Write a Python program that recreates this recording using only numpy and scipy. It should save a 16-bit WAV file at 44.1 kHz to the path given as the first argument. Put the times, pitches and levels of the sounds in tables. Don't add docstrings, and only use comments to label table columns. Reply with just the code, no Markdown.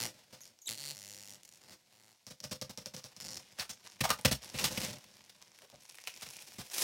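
import sys
import numpy as np
from scipy import signal
from scipy.fft import rfft, irfft
from scipy.io import wavfile
from scipy.ndimage import uniform_filter1d

SR = 44100
rng = np.random.default_rng(int(sys.argv[2]) if len(sys.argv) > 2 else 0)


def transcribe(u):
    v = np.clip(np.atleast_2d(u).T, -1, 1)
    q = np.round(v * 32767).astype(np.int16)
    wavfile.write(sys.argv[1], SR, q)


N = 301203
TIME = np.arange(N) / SR

# frequency in Hz, relative level in dB.
AIR_COLOUR = [(24, -61), (40, 5), (189, -39), (422, -41), (585, -26), (680, 16), (1150, -38), (2210, 10),
              (2700, 1), (4460, 10.5), (16000, -2)]
# time in seconds, crackle level in dB.
HANDLING = [(0, -46), (.16, -58), (.26, -68), (.46, -60.5), (.6, -78), (1.4, -65), (1.8, -68.5),
            (2.23, -77), (2.9, -68.5), (3.56, -61), (3.8, -63), (4.4, -62.5), (5.2, -64.5), (5.55, -68),
            (5.9, -65), (6.26, -57), (6.38, -58.5), (6.68, -58)]
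# time in seconds, crackle in dB, shake in dB, before the grip gain.
REGRIP = [(4.42, -55, -62), (4.54, -56.5, -59.5), (4.61, -44.5, -42.5), (4.72, -45, -48.5),
          (4.87, -46, -48.5), (4.93, -50, -49.5), (4.97, -61.5, -67)]
# time in seconds, crackle in dB, shake in dB, before the grip gain.
SQUEEZE = [(6.68, -72, -84), (6.718, -49.5, -66), (6.78, -41, -60), (6.83, -35.5, -50)]
# time in seconds, crease gain in dB.
SLACK = [(0, -64), (2.2, 4), (3.3, 1.5), (3.8, 4), (4.5, 4), (5.0, -0.5), (5.9, 7), (6.8, -2.5)]
# ring in Hz, share in dB.
CREASES = [(1100, -6), (1800, -15), (2550, -2.5), (3400, -8), (4700, -15), (6400, 3), (9500, -1.5)]
# frequency in Hz, relative level in dB.
RUSTLE_COLOUR = [(180, -72), (300, -3), (519, -7), (678, -4), (994, -4), (1170, -10), (1780, -5.5),
                 (2650, -5), (3350, -5.5), (5430, -4.5), (7080, -10), (14700, -20.5), (16000, -23.5)]
# frequency in Hz, relative level in dB, decay by 60 dB in seconds.
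PANEL_MODES = [(62.7, -3.5, 0.11), (80, -10.5, 0.16), (127.3, -1.5, 0.078), (152.7, -5, 0.095),
               (201.4, 2, 0.053), (272, -9, 0.045), (328, -13, 0.072), (519.3, -8.5, 0.14),
               (599, -8.5, 0.079)]
# start in seconds, end in seconds, slips per second, timing scatter in periods,
# level at start in dB, level at end in dB, ring of the glue edge in Hz, ring in dB, body in dB.
PULLS = [(.0025, 0.083, 115, 0.059, -38, -39.5, 5200, -7.5, 3.5),
         (0.435, 0.502, 96, 0.13, -56, -60, 5260, -2, -20),
         (0.691, 0.775, 112, 0.049, -38.5, -51.5, 4480, -10, -4.5),
         (.776, 0.937, 143, .035, -46.5, -42.5, 4500, -4.5, -2),
         (.949, 1.374, 101, .04, -51, -54.5, 5630, -6.5, -2.5),
         (1.433, 1.604, 87, 0.38, -59.5, -66, 6100, -6, -5.5),
         (1.604, 1.753, 210, .4, -65, -61, 5040, -3, 11.5),
         (1.925, 2.141, 109, 0.085, -67.5, -65, 4400, -12, 7),
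         (3.2, 3.397, 170, .45, -50.5, -45.5, 5320, 3.5, 5)]
# frequency in Hz, relative level in dB.
SLIP_COLOUR = [(180, -89), (300, 5.5), (366, 2), (425, -5), (870, -0.5), (978, -6.5), (1340, -9.5),
               (2030, -13), (3290, 1), (4370, -1), (5340, -8.5), (10200, 1.5), (11300, -1.5), (16000, -13)]
# frequency in Hz, width in Hz, level in dB.
TAUT_FILM = [(2015, 290, -2), (2720, 320, -7), (4460, 430, -10), (5280, 110, -12), (5870, 590, -3.5),
             (6840, 380, 3), (11060, 410, -11), (15400, 430, -5)]
# start in seconds, length in seconds, level in dB,
# peak of the opening snap in dB.
JERKS = [(0.325, 0.041, -54.5, -54), (1.704, 0.066, -59, -62), (2.267, 0.031, -54, -33),
         (2.302, 0.028, -51, -41), (2.403, 0.0092, -59, -30.5), (2.43, 0.017, -52.5, -62),
         (2.44, 0.022, -45, -25.5), (2.496, 0.016, -67, -45), (2.511, .03, -40.5, -34.5),
         (2.554, 0.016, -55.5, -46), (2.614, 0.019, -41.5, -25), (2.650, .014, -67, -55),
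         (2.6927, 0.027, -48, -59), (2.775, 0.02, -48, -27), (2.807, 0.03, -57.5, -50),
         (2.859, 0.022, -48.5, -24), (2.936, 0.022, -47, -52), (2.965, 0.048, -52.5, -29.5),
         (3.041, 0.042, -52.5, -31.5), (3.165, 0.019, -57.5, -34.5)]
# frequency in Hz, relative level in dB.
SHEET_COLOUR = [(250, -38.5), (420, -6), (512, -1), (663, -2), (1200, -4), (1580, -6), (2140, -5),
                (3000, -5), (5510, -4), (7140, -8), (8310, -6.5), (14000, -11.5), (16000, -10.5)]
# time in seconds, peak in dB, ring in Hz, ring in dB.
SNAPS = [(.407, -41, 6580, -11), (.589, -46, 5800, 3), (3.202, -31.5, 4900, -10), (3.372, -27, 5540, 4),
         (3.597, -21.5, 4700, 9), (4.104, -12.5, 1180, -3), (4.212, -32.5, 9800, 15),
         (4.258, -12, 5550, -4), (4.775, -26.5, 2670, -2), (4.985, -40.5, 5660, -14),
         (5.041, -42, 1900, -8), (5.169, -43.5, 4980, -8), (5.417, -45, 5330, -15), (5.588, -41, 2180, -6),
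         (5.62, -46, 3100, -5), (5.7, -42.5, 3750, -8), (5.945, -42.5, 2420, -3), (5.985, -37.5, 2040, 3),
         (6.039, -37, 5780, 0), (6.073, -25.5, 2600, 1), (6.138, -44.5, 2700, 19), (6.308, -33.5, 6200, -5),
         (6.387, -40, 2450, 19), (6.52, -38.5, 5560, -19), (6.7, -35, 5840, 3), (6.824, -23, 5700, 6)]
# time in seconds, mean slip rate in Hz, level in dB.
SQUEALS = [
    [(.409, 7450, -66), (.416, 6500, -48), (.423, 5870, -58), (.428, 6840, -55), (.436, 6000, -70)],
    [(.616, 7300, -59), (.621, 6550, -53), (.634, 6500, -63), (.643, 6850, -63), (.654, 6600, -61),
     (.661, 6000, -46)],
    [(.660, 3950, -52), (.667, 3620, -50), (.675, 3970, -35), (.681, 3350, -39), (.685, 2250, -42),
     (.690, 910, -56)],
]
# start in seconds, length in seconds, level in dB before the flap gain,
# thump in dB, ring of the fold in Hz, ring in dB.
FLAPS = [(3.586, 0.068, -42, -48, 1610, -10.5), (3.596, 0.022, -37, -63, 4570, -5),
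         (3.693, 0.031, -41, -53.5, 6340, -7), (4.006, 0.012, -27.5, -31, 2200, -11),
         (4.038, 0.028, -29, -42, 840, -5.5), (4.09, 0.0092, -33.5, -47, 1290, -17),
         (4.1015, 0.022, -27.5, -38, 1300, -2.5), (4.188, .0063, -44, -54, 895, -9),
         (4.248, 0.015, -21, -24.5, 2090, -12), (4.312, 0.028, -29, -28, 3020, -40),
         (4.541, 0.035, -44, -38, 2530, -7), (4.586, 0.021, -32.5, -65, 2600, -8),
         (4.64, 0.0067, -25, -37, 3760, -17), (4.641, 0.032, -28.5, -52, 3770, -22),
         (4.774, 0.0088, -32, -36, 2680, -10), (4.83, 0.031, -37.5, -40.5, 5430, -34),
         (5.294, 0.0093, -50, -74, 4140, -5), (5.619, 0.05, -60, -69, 455, -10),
         (5.726, 0.034, -61, -58, 497, 14), (6.074, 0.0099, -38, -68, 2570, -11),
         (6.22, 0.021, -41, -55, 3780, -25), (6.261, 0.013, -46.5, -57, 1510, -17),
         (6.583, 0.055, -45.5, -42.5, 1600, -36)]
# delay in seconds, level in dB.
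ECHOES = [(.0049, -32), (.0068, -22), (.0082, -16), (0.0109, -20.5)]

AIR_DB = -74.5
BODY_HZ, SHEEN_HZ = 1800, 8000
TOP_HZ = 15900
BUNCHED_FROM_S, BUNCH_BODY_DB, BUNCH_SHEEN_DB, BUNCH_SHAKE_DB = 5.79, -2.5, 5.5, -4
POCKET_S, POCKET_HZ, POCKET_CYCLES = 6.05, 2500, 6
POCKET_RISE_DB_PER_S, POCKET_FALL_DB_PER_S = 61, 28
HOLLOW_HZ, HOLLOW_CYCLES = 526, 16
EASE_S, EASE_DB = 0.022, -15.5
EDGE_HZ = 5530
FOLD_HZ, FOLD_BODY_DB, FOLD_BODY_DB_PER_OCTAVE = 2340, -2.5, -2.5
ROOM_DB, ROOM_T60_LOW, ROOM_T60_HIGH = -11.5, 0.11, 0.09


def amp(db):
    return 10 ** (np.asarray(db) / 20)


def unit(x):
    return x / np.sqrt(np.sum(x ** 2) + 1e-18)


def add(track, s, x):
    i = int(np.clip(s * SR, 0, N - 1))
    track[i:i + len(x)] += x[:N - i]


def through(x, response):
    return signal.fftconvolve(x, response)[:len(x)]


def fade(t, t60):
    return np.exp(-np.log(1000) * t / t60)


def colour(points, size=2048):
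    hz, db = np.transpose(points)
    f = np.maximum(np.arange(size // 2 + 1) * SR / size, 1)
    level_db = np.interp(np.log(f), np.log(hz), db)
    cepstrum = irfft(np.log(amp(level_db)))
    cepstrum[1:size // 2] *= 2
    cepstrum[size // 2 + 1:] = 0
    return unit(irfft(np.exp(rfft(cepstrum))))


def below(x, hz, size=1024):
    lowpass = signal.butter(2, hz, fs=SR, output="sos")
    return signal.sosfiltfilt(lowpass, np.pad(x, size))[size:-size]


def tight(x, hz):
    return x - below(x, hz)


def tone(x, body_db, sheen_db):
    body, under_sheen = below(x, BODY_HZ), below(x, SHEEN_HZ)
    middle, sheen = under_sheen - body, x - under_sheen
    return amp(body_db) * body + middle + amp(sheen_db) * sheen


def resonance(x, hz, cycles):
    b, a = signal.iirpeak(min(hz, SR / 3), max(cycles, 1), fs=SR)
    return signal.lfilter(b, a, x)


def ringing(click, hz, ring_db, cycles):
    return unit(click + amp(ring_db) * unit(resonance(click, hz, cycles)))


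def hollow(x):
    return resonance(x, HOLLOW_HZ, HOLLOW_CYCLES)


def scattered(click, scatter_db, t60):
    folds = rng.standard_normal(len(click)) * fade(np.arange(len(click)) / SR, t60)
    return unit(click + amp(scatter_db) * unit(through(folds, click)))


def dispersed(click, lag_s):
    khz = np.arange(len(click) // 2 + 1) * SR / len(click) / 1000
    phase = 4 * np.pi * 1000 * lag_s * np.sqrt(khz)
    return irfft(rfft(click) * np.exp(-1j * phase))


def reflected(x, lag_s=0.000293, echo_db=-11):
    hz = np.arange(len(x) // 2 + 1) * SR / len(x)
    echo = amp(echo_db) * np.exp(-2j * np.pi * hz * lag_s)
    return irfft(rfft(x) * (1 - echo), len(x))


def grains(count, per_s, spread_db):
    chance = rng.random((count, 3))
    struck = chance[:, 0] < per_s / SR
    sizes = amp(spread_db * np.minimum(-np.log(1 - chance[:, 1]), 4))
    signs = np.sign(chance[:, 2] - .5)
    return unit(struck * sizes * signs) * np.sqrt(count)


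def wander(count, hz):
    return unit(below(rng.standard_normal(count), hz)) * np.sqrt(count)


def panel(detune, scatter_db):
    t = np.arange(SR // 4) / SR
    chance = rng.standard_normal((len(PANEL_MODES), 2))
    modes, sign = np.zeros(len(t)), 1
    for (hz, db, t60), (pitch, size) in zip(PANEL_MODES, chance):
        wave = np.sin(2 * np.pi * hz * (1 + detune * pitch) * t)
        modes += sign * amp(db + scatter_db * size) * wave * fade(t, t60)
        sign = -sign
    return unit(modes)


def room_air():
    return amp(AIR_DB) * through(rng.standard_normal(N), colour(AIR_COLOUR))


def effort(shake_db=-8, grip_db=2.0):
    bunched = (TIME > BUNCHED_FROM_S).astype(float)
    crackle = amp(np.interp(TIME, *np.transpose(HANDLING)))
    shake = crackle * amp(shake_db + BUNCH_SHAKE_DB * bunched)
    for grip in (REGRIP, SQUEEZE):
        s, grip_crackle_db, grip_shake_db = np.transpose(grip)
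        release = fade(np.maximum(TIME - s[-1], 0), t60=0.34)
        held = amp(grip_db) * (TIME > s[0]) * release
        crackle = np.hypot(crackle, held * amp(np.interp(TIME, s, grip_crackle_db)))
        shake = np.hypot(shake, held * amp(np.interp(TIME, s, grip_shake_db)))
    return bunched, 20 * np.log10(crackle), 20 * np.log10(shake)


def rustle(per_s=75, spread_db=3.5, ring_db=3, rub_db=-3, rub_growth=0.022, crease_db=-2, jerk_db=3.0,
           jerk_hz=35, pocket_db=-4, sheen_db=1, sheen_growth=0.18, hollow_db=3):
    bunched, db, shake_db = effort()
    firmness = db - db.mean()
    click, creases = colour(RUSTLE_COLOUR), np.zeros(N)
    for hz, share_db in CREASES:
        crease = ringing(scattered(click, scatter_db=-8, t60=0.012), hz, ring_db, cycles=2.5)
        creases += amp(share_db) * through(grains(N, per_s, spread_db), dispersed(crease, 0.00058))
    creases /= np.sqrt(len(CREASES))
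    merge_db = rub_growth * firmness
    rub = amp(rub_db + merge_db) * through(grains(N, 3000, 2.5), click)
    slack_db = np.interp(TIME, *np.transpose(SLACK))
    crackle = amp(crease_db + slack_db - merge_db) * creases + rub
    pocket = unit(resonance(crackle, POCKET_HZ, POCKET_CYCLES)) * np.sqrt(N)
    rise_db = POCKET_RISE_DB_PER_S * (TIME - POCKET_S)
    fall_db = POCKET_FALL_DB_PER_S * (POCKET_S - TIME)
    crackle = crackle + amp(pocket_db + np.minimum(rise_db, fall_db)) * pocket
    give_db = jerk_db * wander(N, jerk_hz)
    shake = through(grains(N, 430, 5.1) * amp(shake_db + give_db), tight(panel(0, 0), hz=75))
    crackle = crackle + bunched * amp(hollow_db) * hollow(crackle)
    bright_db = sheen_db + sheen_growth * firmness + BUNCH_SHEEN_DB * bunched
    return tone(crackle * amp(db + give_db), BUNCH_BODY_DB * bunched, bright_db) + shake


def pulls(lag_s=0.000745, size_db=2, uneven_db=10, ring_drift=0.019, scatter_db=-6, thump_db=-12,
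          fizz_db=-16, sheen_db=-2.5, taut_db=-1):
    out, tugs, bare = np.zeros(N), np.zeros(N), colour(SLIP_COLOUR)
    taut = unit(sum(amp(db) * unit(resonance(bare, hz, hz / width)) for hz, width, db in TAUT_FILM))
    click = unit(reflected(bare + amp(taut_db) * taut))
    for start, end, rate, uneven, start_db, end_db, ring_hz, ring_db, body_db in PULLS:
        train, length = np.zeros(SR), end - start
        chance = rng.standard_normal((int(length * rate) + 1, 4))
        for k, (late, size, ring, lag) in enumerate(chance):
            s = (k + uneven * late) / rate
            pull_db = np.interp(s, [0, length], [start_db, end_db])
            ease_db = np.interp(length - s, [0, EASE_S], [EASE_DB, 0])
            chance_db = (size_db + uneven * uneven_db) * size / 2
            strength = amp(pull_db + ease_db + chance_db) * np.sqrt(SR / rate)
            tick = scattered(click, scatter_db, t60=.011)
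            tick = ringing(tick, ring_hz * (1 + ring_drift * ring), ring_db, cycles=6.2)
            add(train, s, strength * dispersed(tick, lag_s * np.exp(0.264 * lag)))
            add(tugs, start + s, np.array([strength * amp(body_db / 2)]))
        loudness = np.sqrt(np.abs(uniform_filter1d(train ** 2, SR // 50)))
        threads = loudness * through(grains(SR, 3000, 2.3), click)
        add(out, start, tone(train + amp(fizz_db) * threads, body_db, sheen_db))
    return out + amp(thump_db) * through(tugs, tight(panel(0, 0), hz=55))


def avalanche(length, ring_hz, ring_db, rise_s, tail_t60, per_s=6000):
    t = np.arange(SR // 8) / SR
    swell = (1 - np.exp(-t / rise_s)) * fade(np.maximum(t - length * 0.63, 0), tail_t60)
    click = ringing(colour(SHEET_COLOUR), ring_hz, ring_db, cycles=2.5)
    burst = through(swell * grains(len(t), per_s, spread_db=0), click)
    return np.sqrt(length * SR) * unit(burst)


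def thump(push_s):
    t = np.arange(SR // 8) / SR
    push = np.sin(np.pi * np.minimum(t / push_s, 1))
    return np.sqrt(0.015 * SR) * unit(through(panel(detune=.01, scatter_db=2.5), push))


def snap(ring_hz, ring_db, lag_s=0.00092, scatter_db=-7, scatter_t60=0.032):
    click = scattered(colour(SHEET_COLOUR), scatter_db, scatter_t60)
    click = dispersed(ringing(click, ring_hz, ring_db, cycles=5.3), lag_s)
    return click / np.abs(click).max()


def jerks(body_db=-1, sheen_db=-3.5, thump_db=1, hollow_db=-2, tear_lag_s=0.00113, push_lag_s=0.00419):
    out = np.zeros(N)
    for s, length, db, snap_db in JERKS:
        add(out, s, amp(snap_db) * snap(EDGE_HZ, ring_db=8))
        tear = avalanche(length, EDGE_HZ, ring_db=-8.5, rise_s=0.001, tail_t60=0.041)
        tear = tear + amp(hollow_db) * hollow(tear)
        add(out, s + tear_lag_s, amp(db) * tone(tear, body_db, sheen_db))
        add(out, s + push_lag_s, amp(db + thump_db) * tight(thump(push_s=0.00036), hz=85))
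    return out


def snaps():
    out = np.zeros(N)
    for s, db, ring_hz, ring_db in SNAPS:
        add(out, s, amp(db) * snap(ring_hz, ring_db))
    return out


def squeals(overtone_db=(0, 1, -6, -10), dull_db=-14, rasp_db=-15, wobble=0.0335):
    out = np.zeros(N)
    for glide in SQUEALS:
        s, hz, db = np.transpose(glide)
        t = np.arange(s[0], s[-1], 1 / SR)
        rate = np.interp(t, s, hz) * (1 + wobble * wander(len(t), 690))
        phase = 2 * np.pi * np.cumsum(rate) / SR
        wave = np.zeros(len(t))
        for k, level_db in enumerate(overtone_db, 1):
            treble_db = np.interp(k * rate, [11000, 13000], [0, dull_db])
            wave += amp(level_db + treble_db) * np.sin(k * phase) * (k * rate < TOP_HZ)
        rasp = amp(rasp_db) * through(rng.standard_normal(len(t)), colour(SLIP_COLOUR))
        add(out, s[0], (unit(wave) * np.sqrt(len(t)) + rasp) * amp(np.interp(t, s, db)))
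    return out


def flaps(sheen_db=-4.0, push_lag_s=0.00257, gain_db=-1):
    out = np.zeros(N)
    for s, length, db, thump_db, fold_hz, ring_db in FLAPS:
        burst = avalanche(length, fold_hz, ring_db, rise_s=0.00043, tail_t60=0.045)
        body_db = FOLD_BODY_DB + FOLD_BODY_DB_PER_OCTAVE * np.log2(fold_hz / FOLD_HZ)
        add(out, s, amp(db + gain_db) * tone(burst, body_db, sheen_db))
        add(out, s + push_lag_s, amp(thump_db) * tight(thump(push_s=0.0014), hz=62))
    return out


def room(x, onset_s=0.021):
    t = np.arange(SR // 2) / SR
    noise = rng.standard_normal(len(t))
    low = below(noise, 6000)
    high = amp(4) * (noise - low)
    tail = (low * fade(t, ROOM_T60_LOW) + high * fade(t, ROOM_T60_HIGH)) * (t > onset_s)
    response = amp(ROOM_DB) * unit(tail)
    response[0] = 1
    for s, db in ECHOES:
        add(response, s, amp([db]))
    return through(x, response)


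def scene():
    film = rustle() + pulls() + jerks() + snaps() + squeals() + flaps()
    return (room(film) + room_air())[None]


def record(dry):
    rumble_cut = signal.butter(4, 42, "high", fs=SR, output="sos")
    top_cut = signal.ellip(10, .2, 70, TOP_HZ, fs=SR, output="sos")
    return signal.sosfilt(top_cut, signal.sosfilt(rumble_cut, dry))


dry = scene()
out = record(dry)
transcribe(out)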